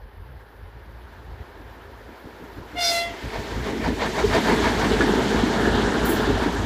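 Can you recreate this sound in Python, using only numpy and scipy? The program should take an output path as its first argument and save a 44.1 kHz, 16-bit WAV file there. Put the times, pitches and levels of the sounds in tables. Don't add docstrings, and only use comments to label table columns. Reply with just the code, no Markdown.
import sys
import numpy as np
from scipy import signal
from scipy.fft import rfft, irfft, next_fast_len
from scipy.io import wavfile

SR = 44100
rng = np.random.default_rng(int(sys.argv[2]) if len(sys.argv) > 2 else 0)


def materialize(psi):
    bounded = np.clip(np.atleast_2d(psi).T, -1, 1)
    quanta = np.round(bounded * 32767).astype(np.int16)
    wavfile.write(sys.argv[1], SR, quanta)


def natural_amplitude(level_db):
    exponent = np.asarray(level_db, float) / 20
    return 10 ** exponent


N = 293265
TIME = np.arange(N) / SR


def unit_rms(x):
    return x / np.sqrt(np.mean(x ** 2) + 1e-20)


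def in_time(rows):
    s, *columns = np.transpose(rows)
    return [np.interp(TIME, s, column) for column in columns]


def drift(rate):
    pole = np.exp(-80 * np.pi * rate / SR)
    draws = rng.standard_normal(N // 40 + 2002)
    slow = signal.lfilter([1], [1, -2 * pole, pole * pole], draws)[2000:]
    return np.interp(np.arange(N) / 40, np.arange(len(slow)), unit_rms(slow))


def noise(spectrum, patchy_db=0.0, low_hz=None, high_hz=None):
    size = next_fast_len(N)
    octave = np.log2(np.arange(size // 2 + 1) * SR / size + 1)
    hz, level_db = np.transpose(spectrum)
    colour_db = np.interp(octave, np.log2(hz), level_db, left=-99, right=-99)
    lines = rfft(rng.standard_normal(size)) * natural_amplitude(colour_db)
    start, stop = np.log2(low_hz or hz[0]), np.log2(high_hz or hz[-1])
    out = 0
    for centre in np.arange(start, stop + .25, .5):
        band = np.cos(np.pi * np.clip(octave - centre, -.5, .5)) ** 2
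        out = out + irfft(lines * band, size)[:N] * natural_amplitude(patchy_db * drift(19.6))
    return unit_rms(out)


def ring(at_s, heights, hz, t60):
    clicks = np.full(N, 1e-18)
    clicks[(np.atleast_1d(at_s) * SR).astype(int)] = heights
    pole, turn = natural_amplitude(-60 / (t60 * SR)), 2 * np.pi * hz / SR
    return signal.lfilter([0, np.sin(turn)], [1, -2 * pole * np.cos(turn), pole * pole], clicks)


def resonances(modes):
    out = 0
    for hz, width_hz, level_db in modes:
        pole, turn = np.exp(-np.pi * width_hz / SR), 2 * np.pi * hz / SR
        poles = [1, -2 * pole * np.cos(turn), pole * pole]
        sung = signal.lfilter([1, 0, -1], poles, rng.standard_normal(N))
        out = out + natural_amplitude(level_db + 4.7 * drift(26)) * unit_rms(sung)
    return unit_rms(out)


def swells(beats, rise_s, fall_s):
    out, coarse = 0, TIME[::32]
    for s, level_db in beats:
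        late = coarse - s
        out = out + natural_amplitude(level_db) * np.exp(-.5 * (late / np.where(late < 0, rise_s, fall_s)) ** 2)
    return np.interp(TIME, coarse, out)


def surges(rows):
    return sum(swells([(s, level_db)], half_s, half_s) for s, level_db, half_s in rows)


def bell_db(at_s, rise_s, fall_s):
    late = TIME - at_s
    fall = 10 / np.log(10) * (late / np.where(late < 0, rise_s, fall_s)) ** 2
    return np.maximum(-fall, -99)


# time in seconds, rolling level in dB.
ROLLING_LEVEL = [(0.0, -48.5), (0.74, -46.5), (1.44, -43), (1.94, -43), (2.7, -40),
                 (3.2, -35), (4.1, -28), (4.4, -21.5), (5.16, -22), (5.78, -22), (6.28, -22.5), (6.5, -25), (6.65, -26)]


def nearing(share, early_s=0.0):
    s, level_db = np.transpose(ROLLING_LEVEL)
    abreast_db = -23
    return share * (np.interp(TIME + early_s, s, level_db) - abreast_db)


# time in seconds, level in dB.
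VALVE_PUFFS = [(6.055, -33), (6.094, -33)]


def puffs(rise_s, t60):
    out = 0
    for s, level_db in VALVE_PUFFS:
        late = np.maximum(TIME - s + rise_s, 0)
        opening = np.minimum(late / rise_s, 1) ** 2
        out = out + opening * natural_amplitude(level_db - 60 * np.maximum(late - rise_s, 0) / t60)
    return out


# frequency in Hz, level in dB per Hz.
VALVE_COLOUR = [(5000, -33), (7500, -5), (9000, -12), (10200, -1), (12500, -4), (15500, -5)]
VALVE_TOP = [(11000, -25), (13000, 1), (14500, 0), (15500, 2)]
AIR_COLOUR = [(7000, -20), (9400, -3), (10300, 7), (11500, 6), (13000, 7.5), (15500, 4.5)]


def air():
    spit = puffs(rise_s=.006, t60=.26) * noise(VALVE_COLOUR, 1.0)
    thin_top = natural_amplitude(-8) * puffs(rise_s=.022, t60=.36) * noise(VALVE_TOP, 1.2)
    lost_db = 12 * np.clip((TIME - 4.8) / .25, 0, 1)
    hiss_db = -61.5 + nearing(0.46, 0.97) - lost_db
    return spit + thin_top + natural_amplitude(hiss_db) * noise(AIR_COLOUR, 1.6)


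# time in seconds, level in dB.
GROAN_JOLTS = [(3.69, -17.5), (3.9, -22.5), (4.1, -22.5), (4.25, -12), (4.38, -22), (4.52, -13.5),
               (4.92, -12), (5.04, -18), (5.2, -20), (5.33, -17), (5.68, -25), (5.79, -20), (6.3, -20)]
# time in seconds, level in dB, half length in seconds.
LOUVRE_GUSTS = [(4.032, -42, .02), (4.37, -44, 0.045), (4.676, -46, 0.12), (4.935, -35, 0.01),
                (5.3, -46.5, 0.21), (5.773, -39, 0.05), (6.264, -45, .15)]
# frequency in Hz, level in dB per Hz.
GROAN_COLOUR = [(300, -36), (360, -1), (400, 4.5), (450, 4), (500, -16), (600, -53)]
LOUVRE_COLOUR = [(2500, -10), (3000, -1), (3500, -2), (4200, -6), (4800, -9.5)]


def body():
    groan = natural_amplitude(-31.5 + nearing(1.22)) + natural_amplitude(-10.5) * swells(GROAN_JOLTS, rise_s=0.015, fall_s=0.014)
    fan = natural_amplitude(-43 + nearing(1.23)) + surges(LOUVRE_GUSTS)
    return groan * noise(GROAN_COLOUR) + fan * noise(LOUVRE_COLOUR, 1.3)


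# time in seconds, peak level in dB.
AIR_BUMPS = [(2.254, -19), (2.419, -33), (2.582, -15), (2.614, -17), (3.254, -30), (3.385, -9),
             (3.819, -15), (3.869, -21)]
# frequency in Hz, level in dB, decay t60 in seconds.
PLATE_MODES = [(1470, -13.5, 0.053), (1692, -15.5, .11), (1840, -38, 0.062), (2594, -28, 0.013)]
# time in seconds, level in dB relative to the main clang.
PLATE_RATTLES = [
    (3.839, -18),
    (4.495, -8.5),
    (4.657, -8),
]
# time in seconds, peak level in dB, pitch in Hz.
EXHAUST_POPS = [(4.179, -12, 440), (4.301, -22, 204), (4.367, -23, 395), (4.499, -29, 441),
                (4.619, -24, 250), (4.878, -16, 398), (5.001, -5, 393), (5.093, -4, 369),
                (5.136, -4.5, 405), (5.186, -6.5, 390), (5.224, -16, 374), (5.262, -16, 406),
                (5.309, -23, 358), (5.436, -4.5, 245), (5.512, -24, 368), (5.584, -19, 401),
                (5.631, -12, 342), (5.673, -5, 370), (5.783, -21, 438), (5.877, -9, 276),
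                (6.039, -10, 204.3), (6.092, -6, 353), (6.158, -16.5, 370), (6.278, -9, 387),
                (6.423, -11.5, 348), (6.554, -17, 328), (6.598, -19, 210)]


def knocks():
    pops = sum(ring(s, natural_amplitude(level_db - 4), hz, .035) for s, level_db, hz in EXHAUST_POPS)
    s, level_db = np.transpose(AIR_BUMPS)
    bumps = ring(s, -natural_amplitude(level_db - 12.0), 100, 0.047)
    soft = signal.sosfilt(signal.butter(2, 700, fs=SR, output="sos"), pops + bumps)
    clang_s = 5.008
    s, below_db = np.transpose(PLATE_RATTLES + [(clang_s, 0)])
    plate = sum(ring(s, natural_amplitude(level_db + below_db), hz, t60) for hz, level_db, t60 in PLATE_MODES)
    return soft + plate


# time in seconds, level in dB, half length in seconds.
EXHAUST_SURGES = [(0.036, -41, .03), (.19, -43, 0.025), (0.29, -44, 0.082), (0.626, -41.5, 0.052),
                  (0.762, -45, 0.022), (0.963, -42.5, 0.09), (1.302, -37.5, 0.038), (1.41, -36, 0.016),
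                  (1.644, -43, 0.054), (1.883, -45, 0.017), (2.046, -53, .05), (2.584, -60, 0.042),
                  (3.067, -51, 0.014), (3.265, -29, 0.015), (3.38, -32, .025), (3.584, -30.5, 0.048),
                  (3.72, -41, 0.015), (3.88, -29.5, 0.06), (4.293, -28, 0.056), (4.5, -35, 0.032),
                  (4.665, -30.5, 0.073), (4.79, -30, 0.012), (4.968, -29.5, 0.091), (5.208, -36, 0.071),
                  (5.406, -31, 0.044), (5.73, -28.5, 0.085), (5.857, -30, 0.015), (6.033, -28.5, 0.051),
                  (6.34, -27.5, 0.084), (6.603, -31, 0.038)]
# frequency in Hz, level in dB per Hz.
DRONE_RUMBLE = [(15, -30), (30, -20), (45, -18), (60, -7.5), (85, 2), (110, -18.5), (150, -20), (250, -20)]


def drone():
    steady = natural_amplitude(-37.5 + nearing(0.69, 0.23) + 3.2 * drift(8))
    level = steady + surges(EXHAUST_SURGES)
    phase = 2 * np.pi * np.cumsum(54.2 * (1 + .1 * drift(20))) / SR
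    note = np.sin(phase)
    note = note + 0.42 * natural_amplitude(2.9 * drift(7.4)) * np.sin(2 * phase + 0.55)
    note = note + 0.11 * natural_amplitude(2.4 * drift(20.0)) * np.sin(3 * phase)
    return level * unit_rms(note + .45 * noise(DRONE_RUMBLE))


# frequency in Hz, level in dB per Hz.
FAR_COLOUR = [(120, -40), (160, -19.5), (250, -13.5), (440, -9.5), (630, -21.5), (960, -16.5),
              (1160, -22.5), (1710, -21), (2100, -31), (2590, -37), (3030, -37.5), (5000, -44.5),
              (8800, -74), (11000, -72)]
NEAR_COLOUR = [(120, 0.5), (150, -7), (220, 4.5), (330, 0), (420, -4.5), (590, -10.5), (870, -7.5),
               (1160, -14), (1710, -10), (2530, -23.5), (3550, -23), (7500, -30.5), (8500, -37.5),
               (15500, -47.5)]
# time in seconds, near share from 0 to 1.
NEARNESS = [(0, 0.01), (3.0, 0.31), (4.4, 1), (6.65, 0.94)]
# level abreast in dB, share of the swing, seconds by which it is heard earlier.
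ROLLING = [
    (-27, 1.27, -0.026),
    (-29.5, 0.93, -0.079),
    (-35.5, 1.086, 0.091),
]
# time in seconds, change in dB, rise in seconds, fall in seconds.
PASSES = [
    [(3.8, 6, .25, 0.17), (5.7, 1.5, 0.11, .2)],
    [(4.0, -3.5, .2, .15), (5.75, 2.5, 0.14, 0.25)],
    [(3.24, 5, 0.31, 0.34), (5.85, -2, .3, 0.31)],
]


def roar():
    near, = in_time(NEARNESS)
    near = np.clip(near, 0, 1)
    bands_hz = [(140, 400), (560, 1600), (2240, 13000)]
    out = 0
    for (level_db, share, early_s), passes, (low, high) in zip(ROLLING, PASSES, bands_hz):
        for s, change_db, rise_s, fall_s in passes:
            level_db = level_db + change_db * natural_amplitude(bell_db(s, rise_s, fall_s))
        far_part = np.sqrt(1 - near) * noise(FAR_COLOUR, 1.56, low, high)
        near_part = np.sqrt(near) * noise(NEAR_COLOUR, 1.48, low, high)
        out = out + natural_amplitude(level_db + nearing(share, early_s)) * (far_part + near_part)
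    return out


TURNS_DB = [-48, -52, -52, -43, -41.5, -41, -39, -38, -40, -45.5, -36, -35, -31, -32, -24, -30.5, -48, -21]
# time in seconds, level in dB.
BOGIE_THUDS = [(4.503, -19.5), (4.682, -31), (4.854, -23), (5.023, -22), (5.148, -29), (5.35, -23),
               (5.477, -25.5), (5.633, -25), (6.133, -27.5), (6.303, -23.5), (6.472, -22.5)]
# time in seconds, level in dB.
RAIL_CLACKS = [(1.488, -53), (1.845, -66), (2.0, -54), (2.166, -50), (2.346, -49), (2.504, -52),
               (2.683, -59), (3.223, -45), (3.36, -29.5), (3.523, -32.5), (3.685, -27), (3.863, -23),
               (4.033, -20), (4.194, -19.5), (4.355, -17), (4.507, -18), (4.665, -19), (4.837, -21.5),
               (5.016, -23.5), (5.198, -28), (5.38, -26), (5.54, -32), (5.671, -32), (5.851, -36.5),
               (6.065, -39), (6.262, -31), (6.439, -28.5)]
# frequency in Hz, level in dB per Hz.
THUD_COLOUR = [(90, -61), (150, -9), (200, -7), (300, -2), (380, -12), (600, -13.5)]
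CLACK_COLOUR = [(300, -34), (450, 6.5), (550, -1.5), (710, 1), (830, 3), (950, 3), (1250, -4.5),
                (1700, -9.5), (2200, -3), (2700, -15), (4400, -14.5), (9000, -34.5), (14000, -66)]
# frequency in Hz, width in Hz, level in dB.
WHEEL_MODES = [(656, 40, 0.5), (940, 14.7, -2), (1550, 320, -1.5), (1813, 39, -1.5), (3760, 410, -26)]


def wheel_beat():
    turn_s, last_turn_s = .1632, 4.378
    turns = [(last_turn_s - k * turn_s, level_db) for k, level_db in enumerate(TURNS_DB[::-1])]
    thuds = swells(turns + BOGIE_THUDS, rise_s=0.011, fall_s=0.027) * noise(THUD_COLOUR, 0.4)
    rattle = unit_rms(natural_amplitude(1.2 * drift(70)) * noise(CLACK_COLOUR, 2.2))
    beat = swells(RAIL_CLACKS, rise_s=.029, fall_s=0.028)
    singing = 0.3 * beat + natural_amplitude(-38.5 + nearing(1.0))
    return thuds + 0.61 * beat * rattle + singing * resonances(WHEEL_MODES)


def trees(x):
    late = np.arange(SR // 2) / SR
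    t60 = .5
    scatter = rng.standard_normal(len(late)) * natural_amplitude(-60 * late / t60) * (late > .03)
    dull = signal.sosfilt(signal.butter(2, 3000, fs=SR, output="sos"), x)
    return natural_amplitude(-24) * signal.fftconvolve(dull, scatter / np.sqrt(np.sum(scatter ** 2)))[:N]


def tone(phase, level_db, flutter_db):
    line = natural_amplitude(flutter_db * drift(25.0)) * np.sin(phase + 0.18 * flutter_db * drift(38.3))
    skirt = 0.17 * flutter_db * (drift(66) * np.sin(phase) + drift(130) * np.cos(phase))
    return np.sqrt(2) * natural_amplitude(level_db) * (line + skirt)


# time in seconds, pitch in Hz, tone level in dB, jet hiss level in dB.
TOOT = [(2.74, 710, -62, -75), (2.762, 708, -38, -58), (2.785, 706, -28, -43), (2.815, 701, -28, -33),
        (2.85, 687, -27.5, -29.5), (2.94, 682.5, -27, -30), (2.995, 684, -28.5, -33.5),
        (3.055, 685, -32.5, -45), (3.19, 682, -54, -78)]
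# multiple of the pitch, level in dB.
TOOT_ORDERS = [(1, -0.5), (2, -12), (3, -2.5), (4, -7.5), (5, -7.5), (7, -15), (8, -18)]
# offset in multiples of the pitch, level in dB.
SIDEBANDS = [(-3, -12), (-2, -5), (-1, -24), (0, 1), (1, -1), (2, 3), (3, -2), (4, -10)]
# frequency in Hz, level in dB per Hz.
JET_COLOUR = [(400, -23.5), (1500, -7), (2200, -4), (3000, -1), (4400, 5), (5500, 3.5), (7000, -1),
              (10000, -5), (15500, -11)]
# time in seconds, pitch in Hz, level in dB.
SIGH = [(2.97, 640, -70), (3.01, 646, -47), (3.085, 642, -49), (3.135, 638, -53), (3.2, 630, -68)]


def whistle():
    hz, level_db, hiss_db = in_time(TOOT)
    over_s = 2.88
    starved_db = 2 * np.minimum(hiss_db + 33, 0)
    over_db = -30 + bell_db(over_s, .06, .03) + starved_db
    taken = .85 * natural_amplitude(bell_db(over_s + .015, 0.04, 0.028))
    bright = np.clip(.92 - taken + .04 * np.minimum(level_db + 31, 0), 0, 1)
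    phase = 2 * np.pi * np.cumsum(hz) / SR
    out = 0
    for k, order_db in TOOT_ORDERS:
        dulled_db = 4.5 * (k - 1) * (1 - bright)
        out = out + tone(k * phase, level_db + order_db - dulled_db, .6 + .35 * k)

    sixth_rest_db = level_db - 17 + bell_db(2.79, .1, 0.13)
    sixth_db = np.maximum(-31 + bell_db(2.975, .035, .035), sixth_rest_db)
    out += tone(6 * phase, sixth_db, 1.2)
    mode = 2 * np.pi * 3567 * TIME
    out += sum(tone(mode + k * phase, over_db + side_db, 1.8) for k, side_db in SIDEBANDS)

    sigh_hz, sigh_db = in_time(SIGH)
    slack = 2 * np.pi * np.cumsum(sigh_hz) / SR
    odd_orders = [(1, -9.0), (3, 0.5), (5, -1.0)]   # (multiple, dB)
    sigh = sum(tone(k * slack, sigh_db + order_db, 1.6) for k, order_db in odd_orders)
    out += sigh * (TIME > SIGH[0][0])
    out += natural_amplitude(hiss_db - .5) * noise(JET_COLOUR, .7)
    out *= (TIME > TOOT[0][0]) & (TIME < SIGH[-1][0])
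    return out + trees(out)


def scene():
    mix = air() + body() + knocks() + drone() + roar() + wheel_beat() + whistle()
    return mix[None]


def roll_off(x):
    return signal.sosfilt(signal.butter(12, 15430, fs=SR, output="sos"), x)


def record(dry):
    cut = signal.sosfilt(signal.butter(2, 28, "high", fs=SR, output="sos"), dry)
    return roll_off(cut)


dry = scene()
out = record(dry)
materialize(out)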